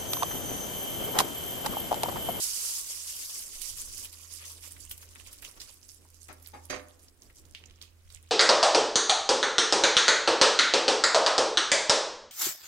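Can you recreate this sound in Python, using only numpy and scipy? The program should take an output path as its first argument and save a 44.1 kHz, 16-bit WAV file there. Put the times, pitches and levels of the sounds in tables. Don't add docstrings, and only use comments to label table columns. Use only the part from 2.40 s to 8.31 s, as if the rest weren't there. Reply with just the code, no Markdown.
import sys
import numpy as np
from scipy import signal
from scipy.fft import rfft, irfft, next_fast_len
from scipy.io import wavfile
from scipy.ndimage import uniform_filter1d, map_coordinates

SR = 44100
rng = np.random.default_rng(int(sys.argv[2]) if len(sys.argv) > 2 else 0)


def bounce(signal):
    frames = np.transpose(np.atleast_2d(signal))
    limited = np.clip(frames, -1, 1)
    pcm = np.round(limited * 32767).astype(np.int16)
    wavfile.write(sys.argv[1], SR, pcm)


N = 260614
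TOP_HZ = 15800
PORT_LAG_S = 0.000118


def amp(db):
    return 10 ** (np.asarray(db) / 20)


def unit(x):
    return x / np.sqrt(np.mean(x ** 2) + 1e-20)


def along(points, hz):
    f, v = np.transpose(points)
    return np.interp(np.log(hz + 1), np.log(f + 1), v)


def curves(rows):
    times, *columns = np.transpose(rows)
    return [np.interp(np.arange(N) / SR, times, column) for column in columns]


def wobble(rate):
    knots = rng.standard_normal(int(N * rate / SR) + 4)
    return map_coordinates(knots, [np.arange(N) * rate / SR])


def filtered(x, response):
    size = x.shape[-1]
    padded = next_fast_len(size + 8192)
    return irfft(rfft(x, padded) * response(np.fft.rfftfreq(padded, 1 / SR)), padded)[..., :size]


def panned(side_db):
    side_db = np.atleast_1d(side_db)
    pair = amp(np.array([side_db, -side_db]) / 2)
    return pair / np.sqrt(np.mean(pair ** 2, axis=0))


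def add(out, s, x):
    part = out[:, max(0, round(s * SR)):][:, :x.shape[1]]
    part += x[:, :part.shape[1]]


def ring(turns, cycles):
    age = np.maximum(turns, 0) / cycles
    return np.sin(2 * np.pi * turns) * age * np.exp(1 - age)


def resonance(f, hz, width):
    return 1j * f * width / (hz ** 2 - f ** 2 + 1j * f * width)


def surge(t, rise, hold, t60):
    return np.clip(1 + t / rise, 0, 1) * amp(-60 * np.clip((t - hold) / t60, 0, 2))


# (f/Hz, correlation)
CHANNEL_LIKENESS = [(60, 0.44), (280, 0.6), (640, 0.49), (1400, 0), (15000, 0.13)]


def diffuse(spectrum, size):
    def response(hz):
        turn = np.arccos(np.clip(along(CHANNEL_LIKENESS, hz), -1, 1)) / 2
        return amp(along(spectrum, hz)) * [np.cos(turn), np.sin(turn)]
    mid, side = filtered(rng.standard_normal((2, size)), response)
    return unit(np.array([mid + side, mid - side]))


# (f/Hz, relative spectral level/dB)
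HISS_SPECTRUM = [(500, -7.5), (1500, -1), (4000, -6), (11000, -12.5), (15000, -8.5)]


def hiss():
    return amp(-71.0) * diffuse(HISS_SPECTRUM, N)


# (f/Hz, relative spectral level/dB)
AIR_SPECTRUM = [(60, -5), (120, -7.5), (160, -6.5), (215, -5), (275, -1), (315, -2.5), (370, -3.5),
                (500, -7), (800, -15.5), (1500, -21), (5000, -34)]
# (t/s, level/dB)
AIR_LEVEL = [(0, -68), (1.0, -68.5), (1.5, -63.5), (1.8, -69.5), (2.4, -67.5), (3.05, -64.5), (3.45, -68.5),
             (4.8, -69), (5.2, -65), (5.6, -71.5)]


def room_air():
    level_db, = curves(AIR_LEVEL)
    return amp(level_db + 2.9 * wobble(19)) * diffuse(AIR_SPECTRUM, N)


# (f/Hz, relative spectral level/dB)
RUMBLE_SPECTRUM = [(10, -7), (22, -0.5), (42, -2), (55, -4.5), (70, -7), (110, -12), (170, -24.5),
                   (500, -49), (1500, -120)]
# (t/s, level/dB, hold/s)
RUMBLE_SWELLS = [(1.023, -62, 0.098), (1.336, -54.5, 0.26), (2.343, -55, 0.21), (2.699, -64.5, 0.61),
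                 (4.806, -62.5, 0.53), (5.67, -54, 0.039)]
RUMBLE_FLOOR_DB, RUMBLE_RISE_S, RUMBLE_T60_S = -62.5, 0.037, 0.47


def rumble():
    t = np.arange(N) / SR
    swells = amp(RUMBLE_FLOOR_DB)
    for s, db, hold in RUMBLE_SWELLS:
        swells = swells + amp(db) * surge(t - s, RUMBLE_RISE_S, hold, RUMBLE_T60_S)
    lumps = amp(2.0 * wobble(16) - 4.0)
    return swells * lumps * diffuse(RUMBLE_SPECTRUM, N)


# (t/s, mean level/dB)
FAN_LEVEL = [(0, -72), (0.62, -66), (1.2, -73), (1.6, -59), (2.7, -56.5), (3.22, -71), (3.45, -64),
             (4.3, -54), (4.92, -73), (5.08, -61), (5.9, -58)]
FAN_HZ, FAN_WANDER_HZ, FAN_WAVER_DB = 83.2, 0.28, 0.75


def fan():
    level_db, = curves(FAN_LEVEL)
    hz = FAN_HZ + FAN_WANDER_HZ * wobble(5.8)
    gain = np.sqrt(2) * amp(level_db + FAN_WAVER_DB * wobble(7.9))
    return gain * np.sin(2 * np.pi * np.cumsum(hz) / SR)


def background():
    return (fan() + rumble() + room_air() + hiss()) * panned(-3.5)


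FLUTTER_START_S, FLUTTER_PER_S, FLUTTER_DB, FLUTTER_HZ, FLUTTER_FADE_DB = 1.15, 21, -46, 18.7, 2.0


def flutter():
    out, t = np.zeros((2, N)), np.arange(SR // 5) / SR
    for k, (timing, size) in enumerate(rng.standard_normal((10, 2))):
        gain = amp(FLUTTER_DB - FLUTTER_FADE_DB * k + 1.47 * size)
        thump = gain * ring(FLUTTER_HZ * t, cycles=0.28)
        add(out, FLUTTER_START_S + (k + 0.093 * timing) / FLUTTER_PER_S, thump * panned(-5.0))
    return out


# (f/Hz, T60/s)
KITCHEN_T60 = [(200, 0.51), (1000, 0.66), (4000, 0.16), (14000, 0.3)]


def kitchen(x):
    hz, t, z = signal.stft(rng.standard_normal((2, SR * 3 // 4)), SR, nperseg=256)
    decay = amp(-60 * t / along(KITCHEN_T60, hz)[:, None])
    tail = signal.istft(z * decay, SR, nperseg=256)[1]
    tail = np.pad(tail, ((0, 0), (130, 0)))
    mono = x.sum(0)[None] / np.sqrt(2)
    return signal.fftconvolve(mono, tail / np.linalg.norm(tail[0]), axes=1)[:, :N] * panned(-2.3)


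def counter(x):
    echoes = np.zeros((2, SR // 50))
    for port in echoes:
        port[rng.integers(SR // 2000, SR // 65, size=8)] = rng.standard_normal(8)
    echoes /= np.linalg.norm(echoes, axis=1, keepdims=True)
    return signal.fftconvolve(x, echoes, axes=1)[:, :N]


# (t/s, snap level/dB, f/Hz, chatter level/dB before its decay gain)
CLICKS = [(5.1489, -29.5, 2980, -47), (5.2388, -39, 2757, -62.5), (5.2987, -44, 3930, -79),
          (5.3092, -42, 3200, -73), (5.415, -37, 3950, -51.5), (5.4256, -34, 5374, -64)]
CLICK_EDGE_DB, CLICK_EDGE_HZ = -5, 5260


def clicks():
    out, t = np.zeros((2, N)), np.arange(SR // 3) / SR
    heard = t - np.array([[PORT_LAG_S], [0]])
    for s, db, hz, chatter_db in CLICKS:
        edge = amp(CLICK_EDGE_DB) * ring(CLICK_EDGE_HZ * heard, cycles=0.44)
        snap = ring(hz * heard, cycles=0.72) + edge
        grain = np.repeat(rng.standard_normal(len(t)), 48)[:len(t)]
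        grit = rng.standard_normal((2, len(t))) * amp(1.2 * grain)
        chatter = unit(filtered(grit, lambda f: 1 / (1 + 1.63 * (f / hz - hz / (f + 1)) ** 2)))
        dying = amp(8.5 - 60 * t / 0.0098) + amp(-60 * t / 0.13) + amp(-9.0 - 60 * t / 0.4)
        add(out, s, amp(db) * snap + amp(chatter_db) * dying * chatter)
    return out * panned(-5.5)


# (f/Hz, relative level/dB, T60/s of a struck mode)
PAN_MODES = [(270, -6, 0.44), (365.4, -6, 0.34), (395.2, -2.5, 0.17), (505, -6, 0.3), (602, -7, 0.28),
             (730.4, -7.5, 0.33), (1170, -7, 0.24), (1243, -6, 0.21), (1298, -1, 0.15), (1477, -4, 0.14),
             (1660, -1, 0.18), (1780, -4, 0.2), (1870, -3, 0.13), (2030, -4.5, 0.2), (2180, 0, 0.14),
             (2440, -2, 0.18), (2680, -8, 0.2), (3090, -4, 0.18), (3720, -6, 0.15), (3970, -2, 0.17),
             (4730, 1, 0.19), (5577, 0, 0.086), (6170, 6, 0.084), (6430, 4.5, 0.11), (7360, -9, 0.2),
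             (8306, -11, 0.15), (10600, -5.5, 0.17)]
# (f/Hz, relative spectral level/dB)
CLATTER_SPECTRUM = [(100, -1.5), (200, -1), (270, 0.5), (400, -4), (750, 3), (1000, -3), (1350, -3),
                    (2300, -0.5), (3100, -10), (6500, -10), (9000, -22), (15000, -40)]
# (t/s, level/dB before the mix, low-pass corner f/Hz, rise constant/s, hold/s, T60/s,
#           hollow note f/Hz, note width/Hz, note relative level/dB)
RATTLES = [(3.884, -47, 2784, 0.003, 0.033, 0.1, 1300, 160.2, -10),
           (4.131, -49, 1700, 0.005, 0.025, 0.21, 806, 258, 1.5),
           (4.2969, -37.5, 6500, 0.0011, 0.055, 0.18, 377, 69, -10.5)]
RATTLE_VALLEY_DB = -2


def pan():
    out, t = np.zeros((2, N)), np.arange(SR * 2 // 3) / SR
    mode_hz, mode_db, _ = np.transpose(PAN_MODES)[:, :, None]

    def body(f):
        modes = amp(mode_db) * resonance(f, mode_hz, 14 + 0.013 * mode_hz)
        return np.sqrt(amp(RATTLE_VALLEY_DB) ** 2 + np.sum(np.abs(modes) ** 2, axis=0))

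    def noise():
        return rng.standard_normal((2, len(t)))

    for s, db, dull_hz, rise, hold, t60, note_hz, note_width, note_db in RATTLES:
        onset = 1 - np.exp(-t / rise)
        rattle = amp(-60 * np.maximum(t - hold, 0) / t60) * onset
        clatter = unit(filtered(diffuse(CLATTER_SPECTRUM, len(t)), body)) * rattle
        note = unit(filtered(noise(), lambda f: resonance(f, note_hz, note_width) ** 2)) * rattle
        scrape = amp(-60 * t / 0.071) * onset * noise()
        mix = amp(-1.0) * clatter + amp(note_db) * note + scrape
        add(out, s, amp(db) * filtered(mix, lambda f: 1 / (1 + 1j * f / dull_hz)))
    return out


# (t/s, ring level/dB before mode levels, crack level/dB, crack f/Hz, ring low-pass corner f/Hz)
STRIKES = [(3.8877, -59.5, -45, 1700, 2600), (3.898, -56, -41.5, 500, 2200),
           (3.911, -61.5, -55, 2202, 2800), (4.136, -55.5, -51, 900, 2000), (4.148, -56, -43.5, 730, 1500),
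           (4.2999, -40, -42, 3500, 12000), (4.307, -46, -31, 3500, 7000), (4.3106, -48.5, -40, 500, 1500),
           (4.329, -46.5, -32, 1305, 2500), (4.342, -50, -31, 1502, 2500), (4.363, -52, -38, 1500, 4000),
           (4.395, -60.5, -43, 2000, 6000)]
MODE_ROUGH = 0.55
MODE_ALIKE_HZ = 901.4
CRACK_T60_S = 0.026


def strikes():
    out, t = np.zeros((2, N)), np.arange(SR // 2) / SR
    mode_hz, mode_db, t60 = np.transpose(PAN_MODES)[:, :, None]
    for s, ring_db, crack_db, crack_hz, dull_hz in STRIKES:
        shared, apart = rng.uniform(-np.pi, np.pi, (2, len(PAN_MODES), 1))
        phase = shared + np.array([apart, -apart]) / 2 * np.minimum(mode_hz / MODE_ALIKE_HZ, 1)
        waver = MODE_ROUGH * signal.resample(rng.standard_normal((len(PAN_MODES), 50)), len(t), axis=1)
        onset = 1 - np.exp(-t / 0.0008)
        fade = amp(mode_db - 60 * t / t60) / np.hypot(1, mode_hz / dull_hz) * onset
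        metal = np.sum(fade * np.sin(2 * np.pi * mode_hz * t + phase + waver), axis=1)
        noise = rng.standard_normal((2, len(t)))
        crack = unit(filtered(noise, lambda f: 1 / (1 + 0.71 * (f / crack_hz - crack_hz / (f + 1)) ** 2)))
        add(out, s, amp(ring_db) * metal + amp(crack_db - 60 * t / CRACK_T60_S) * crack)
    return out


def bubbles(per_second, pitch_hz, spread, cycles, scatter_db, wander_db, size):
    at = np.flatnonzero(rng.random(N) < np.minimum(per_second, 14000) / SR)
    tone, place, lag = rng.standard_normal((len(at), 3)).T
    hz = np.clip(pitch_hz * np.exp(spread * tone), 200, SR / 2.2)[:, None]
    strength = amp(scatter_db * np.minimum(rng.exponential(size=len(at)), 3.2)) / np.sqrt(per_second[at])
    delays = PORT_LAG_S * (2 + lag[:, None]), PORT_LAG_S
    slots = (at[:, None] + np.arange(size)).ravel()
    cloud = []
    for gain, delay in zip(panned(wander_db * place), delays):
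        notes = ring(hz * (np.arange(size) / SR - delay), cycles)
        rings = (gain * strength)[:, None] * np.sqrt(hz) * notes
        cloud.append(np.bincount(slots, rings.ravel(), N + size)[:N])
    return unit(np.array(cloud))


TICKS_PER_S, TICKS_DB, TICKS_HZ = 27, -71.5, 6670


def ticks():
    cloud = bubbles(np.full(N, TICKS_PER_S), pitch_hz=TICKS_HZ, spread=0.47, cycles=0.6,
                    scatter_db=4.0, wander_db=5.5, size=96)
    return amp(TICKS_DB) * cloud * panned(-2.0)


STRAY_PER_S, STRAY_DB, STRAY_SPRAY_DB = 3.6, -45.5, -70.5
STRAY_HZ, STRAY_SIDE_DB = 5760, 2


def strays():
    draws = rng.standard_normal((64, 4))
    times = np.cumsum(rng.exponential(size=len(draws))) / STRAY_PER_S
    rows = []
    for s, (size, tone, place, wet) in zip(times, draws):
        if s < N / SR:
            hz = min(STRAY_HZ * np.exp(0.57 * tone), TOP_HZ)
            rows.append((s, STRAY_DB + 4 * size, hz, STRAY_SIDE_DB + 6 * place, STRAY_SPRAY_DB + 3 * wet))
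    return rows


# (t/s, snap level/dB, f/Hz, left minus right/dB, spray level/dB)
BURSTS = [(0.0095, -17, 8200, -3, -46), (0.0405, -19, 7500, -6, -38), (0.0887, -22, 8800, -2, -40),
          (0.1028, -24, 5600, -6, -46), (0.7765, -24, 11400, -1, -44), (1.2178, -19, 7400, -37, -31.5),
          (1.418, -11, 10300, 17, -58), (1.58, -20, 9274, -22, -36.5), (1.647, -18, 10820, 3, -36.5),
          (1.728, -39, 7804, -14, -43), (1.7872, -33, 6500, -11, -49), (1.9385, -14, 9095, -30, -48),
          (2.056, -35, 6970, 11, -41), (2.0993, -28, 10230, -1, -52), (2.1187, -19, 10180, -1, -48),
          (2.24, -33, 2486, -1, -47), (2.2784, -24, 8600, -14, -48), (2.3116, -24, 8810, -7, -44),
          (2.3216, -19, 8760, -12, -46), (2.366, -37.5, 2194, -2, -51), (2.4518, -20, 8390, -22, -59),
          (2.4971, -25, 10650, -6, -42), (2.5127, -20.5, 3120, -10, -45), (2.5147, -13, 11460, -2, -35),
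          (2.5793, -24, 11010, 1, -45.5), (2.627, -34, 10890, -1, -48), (2.629, -45, 1750, 6, -48.5),
          (2.7101, -34, 7970, -9, -56), (2.7147, -47, 5983, -4, -51), (2.7525, -25, 9410, -13, -55),
          (2.757, -35.5, 2045, 3, -49.5), (2.7996, -29, 2716, -15, -52), (2.8018, -29, 9000, -8, -59),
          (2.8739, -41, 6046, -11, -44), (2.9306, -21, 10590, -6, -42), (2.9808, -31, 7915, -4, -56),
          (2.987, -33, 5640, -2, -50), (3.0235, -20.5, 11190, -14, -41), (3.027, -34, 2500, -6, -44.5),
          (3.0475, -23, 6860, -21, -40.5), (3.0497, -21, 2860, -6, -48), (3.0533, -30, 6400, -9, -60),
          (3.094, -49, 2222, -5, -61), (3.1136, -23, 9480, -17, -59), (3.173, -44, 1298, 3, -49),
          (3.2025, -22, 4630, -11, -41.5), (3.2066, -22, 4904, -5, -52), (3.2172, -30, 4750, -5, -39.5),
          (3.259, -36, 7950, -3, -59), (3.3207, -42, 7546, -14, -69), (3.3425, -27, 11230, -17, -58),
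          (3.4305, -31, 5700, -20, -68), (3.4908, -23.5, 6270, -18, -59), (3.4963, -28, 5200, -18, -66),
          (3.5178, -27, 10550, -17, -69), (3.5468, -26, 10430, -20, -58), (3.7443, -34, 6180, -19, -58),
          (3.8182, -29, 6340, -12, -68), (3.8312, -24.5, 9390, -14, -56), (3.8845, -31, 7930, 1, -50),
          (3.9291, -23, 10400, -16, -50), (4.0263, -28, 12040, -8, -50), (4.0618, -29, 4540, -13, -49.5),
          (4.0738, -15.5, 12600, -14, -52), (4.0881, -27, 9750, -12, -62), (4.2551, -20, 10690, -13, -66),
          (4.6841, -30.5, 5140, 0, -59), (4.821, -27, 6180, -7, -57), (4.901, -41, 1980, 2, -55.5),
          (4.9694, -31, 5980, -7, -71), (5.0544, -36, 6950, -19, -55), (5.2585, -27.5, 6450, -16, -75),
          (5.2615, -29, 6690, -14, -75), (5.3597, -39, 5725, -6, -66), (5.4235, -39, 9070, -16, -49),
          (5.7026, -34, 4100, -10, -51), (5.7254, -28, 7960, -17, -54), (5.748, -18, 7535, -25, -54.5)]
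SWELL_T60_S, SPRAY_T60_S = 0.024, 0.06
SPRAY_GRAIN_DB = 4.5
TEAR_DB, TEAR_CYCLES = -10.5, 0.18


def pops():
    lead = .014
    out, t = np.zeros((2, N)), np.arange(SR // 8) / SR - lead
    swell = amp(-60 * np.maximum(t / SPRAY_T60_S, -t / SWELL_T60_S))
    for s, db, hz, side_db, spray_db in list(BURSTS) + strays():
        turns = hz * (t - np.array([[PORT_LAG_S], [0]]))
        snap = ring(turns, cycles=1.0) + amp(TEAR_DB) * ring(turns, TEAR_CYCLES)
        grain = np.repeat(rng.standard_normal(len(t)), 20)[:len(t)]
        drops = rng.standard_normal((2, len(t))) * amp(SPRAY_GRAIN_DB * grain)
        spray = unit(filtered(drops, lambda f: 1 / np.sqrt(1 + 1.5 * (f / hz - hz / (f + 1)) ** 2)))
        burst = amp(db - 9.0) * snap * panned(side_db)
        burst = burst + amp(spray_db - 1.5) * swell * spray * panned(0.62 * side_db)
        add(out, s - lead, burst)
    return out


def patchy(x, depth_db, boil):
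    z = signal.stft(x, nperseg=256)[2]
    field = rng.standard_normal(z.shape[1:])
    for axis in (0, 1):
        field = uniform_filter1d(field, size=6, axis=axis)
    evenness = 1 + 1.5 * boil[np.linspace(0, N - 1, z.shape[2]).astype(int)]
    return signal.istft(z * amp(depth_db * unit(field) / evenness), nperseg=256)[1][:, :N]


# (t/s, level/dB of the fizz of tiny bubbles, level/dB of the crackle of larger ones)
BOIL_LEVEL = [(0, -29.5, -45.5), (0.12, -32.5, -48), (0.36, -32.5, -49.5), (0.45, -38.5, -51.5),
              (0.98, -39.5, -52.5), (1.1, -43.5, -55), (1.62, -43, -54), (1.7, -52, -63),
              (2.15, -52, -58.5), (2.36, -56.5, -62), (2.68, -59.5, -61.5), (3.0, -57.5, -66),
              (3.33, -59.5, -72), (3.65, -65.5, -75), (4.5, -63.5, -67.5), (4.75, -72.5, -93),
              (5.3, -71, -63), (5.55, -72, -75.5), (5.9, -69, -66.5)]
# (t/s, fizz level/dB, crackle level/dB, hold/s, left minus right/dB)
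STEAM_SPURTS = [(0.024, -30, -64, 0.016, -8), (0.153, -37.5, -48.5, 0.14, -38),
                (0.494, -38.5, -53.5, 0.026, 2), (0.678, -41, -56, 0.03, -1), (0.794, -39, -56, 0.032, 3),
                (0.941, -41, -59, 0.045, -6), (1.14, -44, -51, 0.025, 0), (1.215, -37, -49, 0.043, -28),
                (1.275, -38, -55, 0.028, -5), (1.373, -39.5, -53.5, 0.045, 0.5),
                (1.571, -41, -58.5, 0.029, -21), (1.632, -42, -47.5, 0.015, -2.5),
                (1.728, -47, -53, 0.012, -1), (1.83, -51.5, -60.5, 0.027, -20),
                (1.914, -43.5, -57.5, 0.056, -19), (1.99, -48.5, -49.5, 0.035, 1.5),
                (2.055, -46, -54.5, 0.056, -1), (2.229, -45, -50.5, 0.046, -10),
                (2.407, -46, -66, 0.031, -16), (2.511, -52, -55, 0.02, -5), (2.618, -49, -65, 0.012, -4),
                (2.787, -53, -58, 0.025, -13), (2.865, -52, -49, 0.0097, -6.5),
                (2.916, -53, -54, 0.0083, -3), (3.046, -52, -52.5, 0.044, -4),
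                (3.208, -51, -57.5, 0.045, -7), (3.278, -53.5, -52, 0.033, -10),
                (3.431, -55.5, -67, 0.02, -17), (3.485, -53, -80, 0.042, -6),
                (3.746, -59, -69.5, 0.025, -15), (3.813, -56, -80, 0.026, -11),
                (4.048, -58, -57.5, 0.033, -7), (4.236, -56.5, -74, 0.0099, -6),
                (4.596, -60, -70, 0.049, -5), (4.818, -61.5, -71, 0.049, -5), (4.956, -59, -86, 0.039, -1),
                (5.418, -61, -58, 0.03, -14), (5.722, -61.5, -59.5, 0.041, -5)]
SPURT_RISE_S, SPURT_T60_S = 0.012, 0.14
BOIL_SIDE_DB, BOIL_DRIFT_DB = -3.5, 2.5


def steam_flow():
    fizz_db, crackle_db = curves(BOIL_LEVEL)
    place = panned(BOIL_SIDE_DB + BOIL_DRIFT_DB * wobble(6.96)) ** 2
    fizz, crackle = amp(fizz_db) ** 2 * place, amp(crackle_db) ** 2 * place
    t = np.arange(SR // 3) / SR - SPURT_RISE_S
    for s, spurt_fizz_db, spurt_crackle_db, hold, side_db in STEAM_SPURTS:
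        spurt = surge(t, SPURT_RISE_S, hold, SPURT_T60_S) * panned(side_db)
        add(fizz, s - SPURT_RISE_S, (amp(spurt_fizz_db) * spurt) ** 2)
        add(crackle, s - SPURT_RISE_S, (amp(spurt_crackle_db) * spurt) ** 2)
    return fizz, crackle


# (f/Hz, filter level/dB)
FIZZ_SPECTRUM = [(880, -42), (1500, -10.5), (2100, -23.5), (2800, -9), (4000, -9.5), (4700, -4), (6910, -3),
                 (11100, -2.5), (14900, -9), (15800, -9.5)]
# (f/Hz, filter level/dB)
CRACKLE_SPECTRUM = [(150, -19), (450, 4), (750, -5), (1100, -1), (1500, -7), (2600, 3), (3600, 4.5),
                    (6000, -3), (12000, -33)]
HARD_BOIL_DB = -31


def sizzle():
    fizz_power, crackle_power = steam_flow()
    boil = np.minimum(np.sqrt(fizz_power.mean(0)) / amp(HARD_BOIL_DB), 1)

    tiny = bubbles(1500 + 9000 * boil, pitch_hz=8260, spread=0.41, cycles=0.56,
                   scatter_db=2.0, wander_db=1.5, size=64)
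    steam = amp(-10) * rng.standard_normal((2, N))
    fizz = patchy(tiny + steam, depth_db=3.0, boil=boil)
    fizz = unit(filtered(fizz, lambda hz: amp(along(FIZZ_SPECTRUM, hz))))

    large = bubbles(250 + 2500 * boil, pitch_hz=2113, spread=0.543, cycles=0.99,
                    scatter_db=-1.5, wander_db=8.0, size=256)
    froth = rng.standard_normal((2, N))
    crackle = patchy(large + froth, depth_db=3.5, boil=boil)
    crackle = unit(filtered(crackle, lambda hz: amp(along(CRACKLE_SPECTRUM, hz))))

    clumps_db = 1.33 * wobble(70) / (1 + 2 * boil)
    fizz = amp(clumps_db - 0.96) * np.sqrt(fizz_power) * fizz
    return fizz + amp(clumps_db - 3.5) * np.sqrt(crackle_power) * crackle


# (f/Hz, left minus right/dB)
PORT_COLOUR = [(600, 5.5), (1700, 0), (3400, -0.5), (5500, -2), (7500, 1), (10000, -0.4), (13500, 0)]
# (t/s, left minus right/dB)
PAN_PLACE = [(3.9, 4), (4.23, 2.5), (4.29, -8)]


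def scene():
    oil = filtered(sizzle() + pops() + ticks(), lambda hz: panned(along(PORT_COLOUR, hz)))
    stove = (pan() + strikes()) * panned(curves(PAN_PLACE)[0]) + clicks()
    room = kitchen(amp(-12) * (oil + stove))
    return oil + amp(-8.0) * counter(oil) + stove + room + background() + flutter()


def record(dry):
    return filtered(dry, lambda hz: hz < TOP_HZ)


dry = scene()
out = record(dry)
bounce(out)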